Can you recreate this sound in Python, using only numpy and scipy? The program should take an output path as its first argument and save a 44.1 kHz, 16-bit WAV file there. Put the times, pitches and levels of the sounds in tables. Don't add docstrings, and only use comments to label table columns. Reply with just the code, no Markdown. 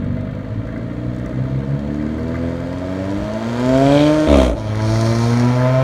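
import sys
import numpy as np
from scipy import signal
from scipy.fft import rfft, irfft
from scipy.io import wavfile
from scipy.ndimage import uniform_filter1d

SR = 44100
rng = np.random.default_rng(int(sys.argv[2]) if len(sys.argv) > 2 else 0)


def file_out(sig):
    cols = np.atleast_2d(sig).T
    lim = np.clip(cols, -1, 1)
    pcm = np.round(lim * 32767).astype(np.int16)
    wavfile.write(sys.argv[1], SR, pcm)


N = 257103
T = np.arange(N) / SR

# (time [s], distance from the microphone [m])
DISTANCE = [(0, 16.6), (2, 13.75), (3, 8.8), (3.6, 5.24), (3.95, 4.23), (4.4, 7.5), (5, 10.15),
            (5.83, 18.6)]
REFERENCE_M, REFERENCE_HZ = 5, 100
CUT_S = 4.272
RASP_BAND, HISS_BAND = (800, 2400), (4800, 14000)  # Hz, where these layers are levelled


def amp(db):
    return 10 ** (np.asarray(db) / 20)


def curves(rows):
    s, *columns = np.transpose(rows)
    return [np.interp(T, s, column) for column in columns]


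def read(points, hz):
    f, value = np.transpose(points)
    return np.interp(np.log(hz + 1), np.log(f + 1), value)


def evened(x):
    return x / np.sqrt(np.mean(x ** 2) + 1e-20)


def drift(hz):
    spectrum = rfft(rng.standard_normal(N))
    rolloff = 1 + (np.fft.rfftfreq(N, 1 / SR) / hz) ** 4
    return evened(irfft(spectrum / rolloff, N))


def colour(x, points, size=8192):
    db = np.maximum(read(points, abs(np.fft.fftfreq(size, 1 / SR))), -100)
    log_gain = np.log(amp(db))
    taps = np.fft.ifft(np.exp(np.conj(signal.hilbert(log_gain)))).real
    return signal.oaconvolve(x, taps[:size // 2])[:N]


def levelled(x, band, size=6000):
    band_pass = signal.butter(4, band, "bandpass", fs=SR, output="sos")
    inside = signal.sosfilt(band_pass, x)
    power = uniform_filter1d(uniform_filter1d(inside ** 2, size), size)
    return x / np.sqrt(abs(power) + 1e-12)


def ramp(s, length):
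    return np.clip((T - s) / length + .5, 0, 1)


def swell(peak_s, db, rise_s, fall_s):
    width_s = np.where(T < peak_s, rise_s, fall_s)
    return amp(db) * np.exp(-((T - peak_s) / width_s) ** 2)


def comb(cycles, order):
    offset = cycles - np.round(cycles)
    return (order + .5) * np.sinc((2 * order + 1) * offset) / np.sinc(offset) - .5


def puffs(cycles, length, between, spread_db, rise=0.057):
    chance = np.clip(rng.standard_normal(N), -2.5, 2.5)
    size = amp(spread_db * chance)[cycles.astype(int)]
    age = cycles % 1
    envelope = between + size * (np.exp(-age / length) - np.exp(-age / rise))
    return envelope * rng.standard_normal(N)


def wind():
    # (time [s], level [dB], half-length [s])
    gusts = [(0, -33, .08), (.75, -38, .15), (1.25, -42, .2), (2.45, -41, .2), (3.23, -29, .06),
             (3.95, -34, .25), (4.9, -33, .4)]
    # (frequency [Hz], level [dB])
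    rumble = [(10, -28.5), (25, -22), (36, -19), (48, -0.5), (80, -3), (150, -7.5), (400, -28.5),
              (2000, -78.5)]
    breeze_db = -39.5
    strength = amp(breeze_db) + sum(swell(s, db, length, length) for s, db, length in gusts)
    return strength * amp(1.2 * drift(2)) * evened(colour(rng.standard_normal(N), rumble))


def street(x):
    # (frequency [Hz], time to fall by 60 dB [s])
    decay = [(100, 0.96), (1000, 0.55), (4000, 0.11), (12000, 0.43)]
    reflections = rng.standard_normal(SR) * (rng.random(SR) < .04)
    hz, t, z = signal.stft(reflections, SR, nperseg=256)
    fading = amp(-60 * t / read(decay, hz)[:, None])
    tail = signal.istft(z * fading, SR, nperseg=256)[1]
    tail = signal.sosfilt(signal.butter(2, 350, "highpass", fs=SR, output="sos"), tail)
    return signal.oaconvolve(x, tail / np.linalg.norm(tail))[:N]


def grit():
    # (time [s], nominal peak level [dB])
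    stones = [(1.1476, -42), (1.1638, -36), (1.1867, -38), (1.1974, -41), (1.26, -31), (1.2935, -42),
              (1.9435, -35), (2.4947, -45), (2.862, -51)]
    # (frequency [Hz], level [dB])
    snap = [(1500, -28), (4000, -17), (5800, 4), (8000, -2), (12000, -16), (16000, -17)]
    decay_s = 0.0021
    bursts = sum(amp(db - 9.0) * (T >= s) * np.exp(-abs(T - s) / decay_s) for s, db in stones)
    return bursts * evened(colour(rng.standard_normal(N), snap))


def facing():
    in_view = ramp(4.83, length=0.12)
    return in_view * swell(5.18, db=0, rise_s=0.74, fall_s=0.33)


def jet():
    # (frequency [Hz], level [dB])
    jet_colour = [(2500, -38), (4300, 10), (5800, 11), (7500, -23), (9300, -16), (11500, -10.5),
                  (15700, -19.5)]
    gusty = amp(-48 + 3.4 * drift(21))
    return facing() * gusty * evened(colour(rng.standard_normal(N), jet_colour))


def whine(firing_hz, multiple=56.2, fuzz=.022):
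    whistle_hz = multiple * firing_hz * (1 + fuzz * drift(300))
    return np.sin(2 * np.pi * np.cumsum(whistle_hz) / SR)


def labour():
    # (time [s], level added to the steady gain of 1 [dB], half-length [s])
    surges = [(.1, -6, 0.31), (.78, -3, 0.11), (1.35, -3.5, 0.17), (2.36, -0.5, 0.37)]
    return 1 + sum(swell(s, db, length, length) for s, db, length in surges)


def clatter(cycles):
    # (frequency [Hz], level [dB])
    clatter_ring = [(800, -39), (1180, 5.5), (1300, -5.5), (1560, 4.5), (1680, -0.5), (1820, -7.5),
                    (2050, 4.5), (2400, -33), (4000, -42)]
    bursts = puffs(cycles, length=0.39, between=0.16, spread_db=6)
    return labour() * evened(colour(bursts, clatter_ring))


def intake(cycles):
    # (frequency [Hz], level [dB])
    intake_ring = [(1500, -52), (2200, -2.5), (2400, 8), (2700, -9), (3000, 1), (3250, 5), (3550, -2),
                   (3900, 0), (4450, -10.5), (5000, -31), (6000, -38)]
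    air = evened(colour(puffs(cycles, length=0.28, between=0.072, spread_db=-2), intake_ring))
    return air * (1 + swell(3.99, db=7, rise_s=0.095, fall_s=0.095))


def hiss(cycles, hiss_colour):
    gas = puffs(cycles, length=0.14, between=0.51, spread_db=7.0)
    return levelled(colour(gas, hiss_colour), HISS_BAND) * (1 + amp(7) * facing())


def unevenness(cycles, scatter):
    cylinders = [0.19, -0.16, 0.045, -0.084]
    firing = np.round(cycles).astype(int)
    return np.take(cylinders, firing % len(cylinders)) + scatter * rng.standard_normal(N)[firing]


def lope(excess, pulses):
    # (frequency [Hz], level [dB])
    silencer = [(30, -22.5), (70, -17), (105, -10.5), (123, 14.5), (143, -11), (175, -24.5), (235, -1),
                (295, 1), (350, -12), (450, -16), (600, -8), (800, -54), (2000, -59.5)]
    return labour() * levelled(colour(excess * pulses, silencer), (60, 700))


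def exhaust(hz, cycles, excess, pulses, pipe, rasp_colour, pulse_db, rasp_db):
    bark = levelled(colour((1 + excess) * pulses - comb(cycles, order=5), pipe), RASP_BAND)
    gas = puffs(cycles, length=1.0, between=0.3, spread_db=1.0)
    rasp = levelled(colour(gas, rasp_colour), RASP_BAND)
    clear = hz / hz.max()
    return clear * amp(pulse_db) * bark + amp(rasp_db) * rasp / clear ** 0.46


def drone(hz, cycles, near, effort_db, order_laws, resonances, flutter):
    # (time [s], level [dB])
    booms = [(.57, -22.5), (1.07, -27.5), (1.2, -33), (1.4, -20.5), (1.56, -19.5), (1.73, -19.5)]
    boom_s = 0.048
    unsteady = flutter * (hz.max() / hz) ** 1.72
    total = 0
    for k, (db, share) in enumerate(order_laws, 1):
        size = near * amp(db + share * effort_db + read(resonances, k * hz))
        if k == 2:
            size = size + sum(swell(s, boom_db, boom_s, boom_s) for s, boom_db in booms)
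        flutter_gain = 1 + unsteady * drift(48)
        total = total + size * flutter_gain * np.sqrt(2) * np.sin(2 * np.pi * k * cycles)
    return total


def engine(revs, effort, parts, order_laws, resonances, pipe, rasp_colour, hiss_colour,
           pulse_db, rasp_db, scatter, flutter):
    hz, effort_db = curves(revs)[0], curves(effort)[0]
    near = REFERENCE_M / curves(DISTANCE)[0]
    gain = {}
    for name, (db, per_octave, share) in parts.items():
        gain[name] = near * amp(db + per_octave * np.log2(hz / REFERENCE_HZ) + share * effort_db)

    cycles = np.cumsum(hz * (1 + .0015 * drift(40))) / SR
    excess = unevenness(cycles, scatter)
    pulses = comb(cycles, order=44)

    sound = drone(hz, cycles, near, effort_db, order_laws, resonances, flutter)
    sound = sound + gain["lope"] * lope(excess, pulses)
    sound = sound + gain["intake"] * intake(cycles)
    sound = sound + gain["clatter"] * clatter(cycles)
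    sound = sound + gain["rasp"] * exhaust(hz, cycles, excess, pulses, pipe, rasp_colour, pulse_db, rasp_db)
    sound = sound + gain["hiss"] * hiss(cycles, hiss_colour)
    return sound + gain["whine"] * whine(hz)


def first_gear():
    # (time [s], firing rate [Hz])
    revs = [(0.0, 47.5), (0.24, 48.9), (0.52, 53.3), (1.0, 59.92), (1.33, 62.49), (2.08, 76.07),
            (2.35, 83.54), (2.57, 85), (3.07, 96.7), (3.49, 115.7), (3.74, 131.5), (4.07, 150.5),
            (4.16, 153.7), (4.26, 153.7)]
    # (time [s], effort [dB])
    effort = [(0, 4), (.45, -4), (2.1, 0.5), (2.47, 1), (2.62, -4.5), (3.1, -1), (3.3, -8), (3.53, -5),
              (3.73, 5.5), (4.02, 7.5), (4.22, 7)]
    # (level at reference [dB], growth [dB per octave of revs], share [dB per dB of effort])
    parts = dict(rasp=(-30, 3.1, 0.14), hiss=(-48, 7.64, .19), lope=(-28, -5, 0.13),
             intake=(-46.5, 8.8, 0.33), clatter=(-41.5, 0, 0.11), whine=(-54, 5, .2))
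    # (level [dB], share [dB per dB of effort])
    order_laws = [(0, 0.83), (4, .8), (5, 0.84), (4, 1.65), (2.5, 1.14)]
    # (frequency [Hz], level [dB])
    resonances = [(48, -27.5), (85, -22), (105, -24.5), (140, -25), (160, -30), (200, -26), (230, -20.5),
                  (270, -25.5), (300, -24), (330, -30.5), (450, -39.5), (500, -37.5), (580, -31.5),
                  (620, -32.5), (685, -26.5), (770, -55)]
    # (frequency [Hz], level [dB])
    pipe = [(100, -30.5), (290, 24.5), (345, 16), (400, -7.5), (480, 21), (560, 19), (660, 14.5), (760, -7),
            (860, 4), (980, 6.5), (1150, -6), (1300, -5), (1550, -1), (1800, -14.5), (2300, -12.5),
            (4000, -21)]
    # (frequency [Hz], level [dB])
    rasp_colour = [(300, -7.5), (500, 7.5), (660, 7.5), (790, -6), (1000, -2.5), (1300, -5), (1800, -7),
                   (2200, -10.5), (2700, -16), (3300, -17), (4400, -19), (5000, -41.5), (7000, -44.5)]
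    # (frequency [Hz], level [dB])
    hiss_colour = [(2650, -23.5), (4500, 0.5), (4940, -5), (6780, -6), (8300, -12), (10400, -20),
                   (12800, -24), (15600, -32)]
    return engine(revs, effort, parts, order_laws, resonances, pipe, rasp_colour, hiss_colour,
                  pulse_db=-1.2, rasp_db=-7, scatter=.06, flutter=.06)


def second_gear():
    # (time [s], firing rate [Hz])
    revs = [(4.6, 109), (4.704, 106.1), (5.356, 119.4), (5.82, 131.7)]
    # (time [s], effort [dB])
    effort = [(4.6, -6.5), (4.7, -0.5), (4.872, 4), (5.3, 8), (5.82, 12.6)]
    # (level at reference [dB], growth [dB per octave of revs], share [dB per dB of effort])
    parts = dict(rasp=(-29, 4.3, 0.91), hiss=(-44.5, 3.6, 0.4), lope=(-30.5, -1, 0.12),
             intake=(-42, 4.95, 0.29), clatter=(-38.5, 1.5, 1), whine=(-60, 12, 0.83))
    # (level [dB], share [dB per dB of effort])
    order_laws = [(0, 1)] * 5
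    # (frequency [Hz], level [dB])
    resonances = [(105, -16), (131, -16.5), (210, -27.5), (225, -23), (241, -15), (262, -29), (345, -24),
                  (385, -40), (425, -38), (460, -31.5), (485, -34), (525, -27), (560, -30.5), (595, -37),
                  (640, -25.5)]
    # (frequency [Hz], level [dB])
    pipe = [(100, -44), (300, -7), (450, -30), (580, 8), (680, 20.5), (770, 3.5), (880, 12), (1030, 16),
            (1150, 0.5), (1280, 7), (1600, -3), (2300, -3.5), (4000, -16.5)]
    # (frequency [Hz], level [dB])
    rasp_colour = [(300, -5), (600, 9.5), (790, 1), (1000, 1), (1450, -2.5), (2000, -6), (2400, -5.5),
                   (2700, -15), (3300, -14), (4400, -18.5), (5000, -40), (7000, -36.5)]
    # (frequency [Hz], level [dB])
    hiss_colour = [(2060, -41), (3500, -7), (4350, 3.5), (4870, -5), (5520, 0), (6660, -4.5), (7540, -15.5),
                   (9560, -11.5), (10400, -23), (13200, -26), (15600, -60)]
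    return engine(revs, effort, parts, order_laws, resonances, pipe, rasp_colour, hiss_colour,
                  pulse_db=-1.4, rasp_db=-7.5, scatter=.08, flutter=.05)


def upshift():
    # (peak time [s], peak level [dB], rise [s], fall [s])
    bang_swells = dict(thump=(4.32, -14.5, .04, .26), ring=(4.335, -10, .075, .145),
                   crack=(4.365, -28, .16, .115), fizz=(4.41, -38.5, .17, .09))
    # (frequency [Hz], level [dB])
    bang_ring = [(70, -18), (150, -3.5), (215, 4), (290, 11.5), (350, 1.5), (430, -9), (510, -4.5),
                 (585, 2.5), (660, -4.5), (780, -16), (1020, -16), (1250, -32), (1400, -40), (2400, -32),
                 (5000, -58)]
    # (frequency [Hz], level [dB])
    crack_colour = [(500, 1), (900, 1), (1250, 0.5), (1700, -8.5), (2400, -3), (2800, -11), (3250, -5),
                    (4200, -10.5), (4900, -24), (7000, -32), (15700, -62)]
    # (frequency [Hz], level [dB])
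    fizz_colour = [(2500, -24), (4500, -7), (6000, 4.5), (8000, -4), (9400, -3), (11000, -14), (15700, -21)]
    bang_hz, sag_hz_per_s, sag_s = 75.27, 72, .33
    pipe_trip_s = .0017
    gain = {name: swell(*shape) for name, shape in bang_swells.items()}
    rate = bang_hz - sag_hz_per_s * np.clip(T - CUT_S, 0, sag_s)
    cycles = np.cumsum(rate) / SR
    cycles += 1 - np.interp(CUT_S, T, cycles) % 1
    strength = 1 + 0.046 * rng.standard_normal(N)[np.round(cycles).astype(int)]

    blast = cycles - .17 + 0.008 * drift(78)
    pulses = comb(blast, order=60) + .45 * comb(blast + pipe_trip_s * rate, order=60)
    ring = levelled(colour(-strength * pulses, bang_ring), (180, 900))
    crack_gas = puffs(cycles, length=0.38, between=0.14, spread_db=1.2, rise=.03)
    crack = levelled(colour(crack_gas, crack_colour), (1800, 12000))
    fizz_gas = puffs(cycles, length=0.29, between=0.14, spread_db=-1, rise=0.055)
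    fizz = levelled(colour(fizz_gas, fizz_colour), HISS_BAND)
    thump = np.sqrt(2) * np.sin(2 * np.pi * cycles)
    return gain["thump"] * thump + gain["ring"] * ring + gain["crack"] * crack + gain["fizz"] * fizz


def scene():
    cut = ramp(CUT_S, .006)
    resumed = ramp(4.555, 0.032)
    car = (1 - cut) * first_gear() + cut * (1 - resumed) * upshift()
    car = car + resumed * second_gear() + jet()
    echo = amp(-6) * (1 - np.exp(-(curves(DISTANCE)[0] / 5.7) ** 2))
    return (car + street(echo * car) + grit() + wind())[None]


def record(dry):
    rounded = dry / (1 + dry ** 6) ** (1 / 6)
    edge_hz = 15750
    low_pass = signal.firwin(511, edge_hz, window=("kaiser", 9), fs=SR)
    return signal.oaconvolve(rounded, low_pass[None], "same")


dry = scene()
out = record(dry)
file_out(out)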